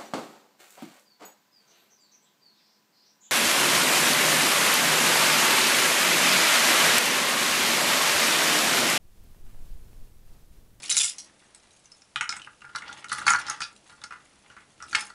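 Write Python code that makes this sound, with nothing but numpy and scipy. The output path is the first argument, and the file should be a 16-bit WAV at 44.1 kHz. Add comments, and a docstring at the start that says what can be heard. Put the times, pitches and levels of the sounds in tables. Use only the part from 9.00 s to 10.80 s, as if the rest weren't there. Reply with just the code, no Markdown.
"""A quiet night outdoors: light air rumbles on one microphone, swelling once, under a fine, even hiss.
The hiss rises and sinks a little. A few faint, dull ticks and brief crisp rustles sit in it,
perhaps from a porcupine walking by over dry ground."""
import sys
import numpy as np
from scipy.fft import rfft, irfft, next_fast_len
from scipy.io import wavfile
from scipy.ndimage import map_coordinates

SR = 44100
rng = np.random.default_rng(int(sys.argv[2]) if len(sys.argv) > 2 else 0)


def transcribe(u):
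    """Save the signal u as a 16-bit wav file named by the first command-line argument.

    u: samples, shape (n,) or (channels, n), limited to [-1, 1]; the rate is SR.
    q: integer samples, one column per channel.
    """
    v = np.clip(np.atleast_2d(u).T, -1, 1)
    q = np.round(v * 32767).astype(np.int16)
    wavfile.write(sys.argv[1], SR, q)


N = 79380

# level of the wind rumble (s, dB)
RUMBLE = [(0, -57.5), (.22, -52.5), (.39, -55.5), (.48, -37.5), (.56, -41.5), (.66, -46.5), (.76, -35.5), (.81, -50.5), (1.03, -47.5), (1.11, -55.5), (1.3, -51.5), (1.47, -59), (1.58, -60.5), (1.8, -58)]
# level of the low rush of air (s, dB)
RUSH = [(0, -61.5), (.14, -64.5), (.24, -59), (.31, -60), (.44, -59), (.54, -57.5), (.65, -57.5), (.8, -59), (1.03, -58), (1.2, -62), (1.35, -59), (1.49, -63.5), (1.59, -58.5), (1.8, -63)]
# level of the hiss (s, dB)
HISS = [(0, -68.5), (.11, -67), (.25, -64.5), (.39, -64.5), (.435, -66), (.46, -63), (.63, -63.5), (.685, -61.5), (.76, -64), (1.05, -64), (1.12, -66), (1.25, -66.5), (1.28, -64), (1.36, -64.5), (1.5, -67), (1.54, -64.5), (1.66, -67), (1.8, -67.5)]
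# spectra (Hz, dB per Hz)
RUMBLE_COLOUR = [(4, -1.5), (12, 0.5), (28, -4.5), (45, -16.5), (70, -25.5), (120, -39), (300, -80), (1000, -110)]
RUSH_COLOUR = [(30, 2.5), (70, 0), (100, -0.5), (160, -4.5), (230, -10.5), (330, -12), (600, -20.5), (1000, -25.5), (2000, -39), (6000, -49.5)]
HISS_COLOUR = [(100, -20.5), (500, 6.5), (1000, 5), (2000, 4), (4000, 2.5), (7000, 1.5), (11000, 1.5), (14400, 1), (15700, -3.5)]
RUMBLE_DB, RUSH_DB, HISS_DB = 5, 3.5, -0.62  # gain of each layer
# dull ticks and small crunches on the ground (s, peak dB, centre Hz, t60 s)
TICKS = [(0.175, -55.5, 520, 0.053), (0.239, -53, 330, 0.032), (0.347, -54, 890, 0.026), (0.466, -53.5, 1090, 0.022), (0.51, -57, 1500, .03), (0.546, -50.5, 760, 0.015), (0.9315, -54, 550, 0.012), (0.932, -54, 2400, 0.0096)]
# rustles and scuffs (s, level dB, length s, centre Hz)
RUSTLES = [(.2395, -56, 0.00053, 13000), (0.497, -70.5, 0.021, 1250), (1.337, -68.5, .006, 5000), (1.345, -71, 0.035, 800)]
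RUSTLE_OCTAVES = 0.63
TOP_HZ = 15760  # fixed
TICK_ATTACK_S = 0.00072
TICK_T60_S = .024
TICK_OCTAVES = 0.97
# soft, deep bumps of air on the microphone (s, level dB, length s, centre Hz)
BUMPS = [(.24, -48.5, 0.018, 54), (1.26, -45, 0.028, 8.4), (1.325, -44, 0.0153, 13), (1.372, -57.5, 0.028, 65), (1.51, -44, 0.0089, 20), (1.585, -49.5, 0.013, 49)]
BUMP_OCTAVES = 0.62
TICK_PUSH_DB, TICK_PUSH_CYCLES = 7.5, 0.4  # first push of each contact: gain, life in cycles


def amp(db):
    """Decibels to gain."""
    return 10 ** (np.asarray(db) / 20)


def unit(x):
    """Scale to rms 1."""
    return x / np.sqrt(np.mean(x ** 2) + 1e-20)


def curve(rows):
    """(s, value) rows as one value per sample."""
    return np.interp(np.arange(N) / SR, *np.transpose(rows))


def wobble(rate):
    """A smooth random curve, rate knots a second."""
    return map_coordinates(rng.standard_normal(N // 50), [np.arange(N) * rate / SR], mode="wrap")


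def filtered(x, response):
    """x times a response of frequency."""
    m = next_fast_len(N + SR // 2)
    return irfft(rfft(x, m) * response(np.fft.rfftfreq(m, 1 / SR)), m)[:N]


def noise(colour):
    """Noise of rms 1 with a (Hz, dB) spectrum."""
    f, db = np.transpose(colour)
    return unit(filtered(rng.standard_normal(N), lambda hz: amp(np.interp(np.log(hz + 1), np.log(f + 1), db))))


def band(centre_hz, octaves):
    """Noise of rms 1 in a bell around a centre."""
    return unit(filtered(rng.standard_normal(N), lambda hz: np.exp(-.5 * (np.log2((hz + 1) / centre_hz) / octaves) ** 2)))


def wind(flutter_db=0.9, flutter_rate=35):
    """Deep buffeting on the microphone and a low, fluttering rush of air above it."""
    rumble = amp(curve(RUMBLE) + RUMBLE_DB) * noise(RUMBLE_COLOUR)
    rush = amp(curve(RUSH) + RUSH_DB + flutter_db * wobble(flutter_rate)) * noise(RUSH_COLOUR)
    return rumble + rush


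def hiss(waver_db=0.4, waver_rate=70):
    """A nearly white hiss that wavers slightly."""
    return amp(curve(HISS) + HISS_DB + waver_db * wobble(waver_rate)) * noise(HISS_COLOUR)


def ticks(gain_db=-5):
    """Small contacts: one dull push and a crunch that dies at once, without ringing."""
    out = np.zeros(N)
    for s, db, hz, t60 in TICKS:
        t = np.maximum(np.arange(N) / SR - s, 0)
        push = amp(TICK_PUSH_DB) * np.sin(2 * np.pi * hz * t) * np.exp(-hz * t / TICK_PUSH_CYCLES)
        crunch = burst(amp(gain_db - 60 * t / t60) * (1 - np.exp(-t / TICK_ATTACK_S)), hz, TICK_OCTAVES)
        out += amp(db) * (push + crunch)
    return out


def rustles():
    """Brief brushes, as of dry stalks and loose soil."""
    return swells(RUSTLES, RUSTLE_OCTAVES)


def burst(envelope, centre_hz, octaves):
    """A short puff of band noise that carries the energy of its envelope."""
    return unit(envelope * band(centre_hz, octaves)) * np.sqrt(np.mean(envelope ** 2))


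def swells(rows, octaves):
    """Puffs of noise that rise and fall smoothly."""
    t = np.arange(N) / SR
    return sum(burst(amp(db) * np.exp(-.5 * ((t - s) / length) ** 2), hz, octaves) for s, db, length, hz in rows)


def bumps():
    """Single eddies that push on the microphone."""
    return swells(BUMPS, BUMP_OCTAVES)


def scene():
    """All sources at one microphone."""
    return (wind() + bumps() + hiss() + ticks() + rustles())[None]


def record(dry):
    """The recorder keeps nothing above its band limit."""
    return np.array([filtered(channel, lambda hz: hz < TOP_HZ) for channel in dry])


dry = scene()
out = record(dry)
transcribe(out)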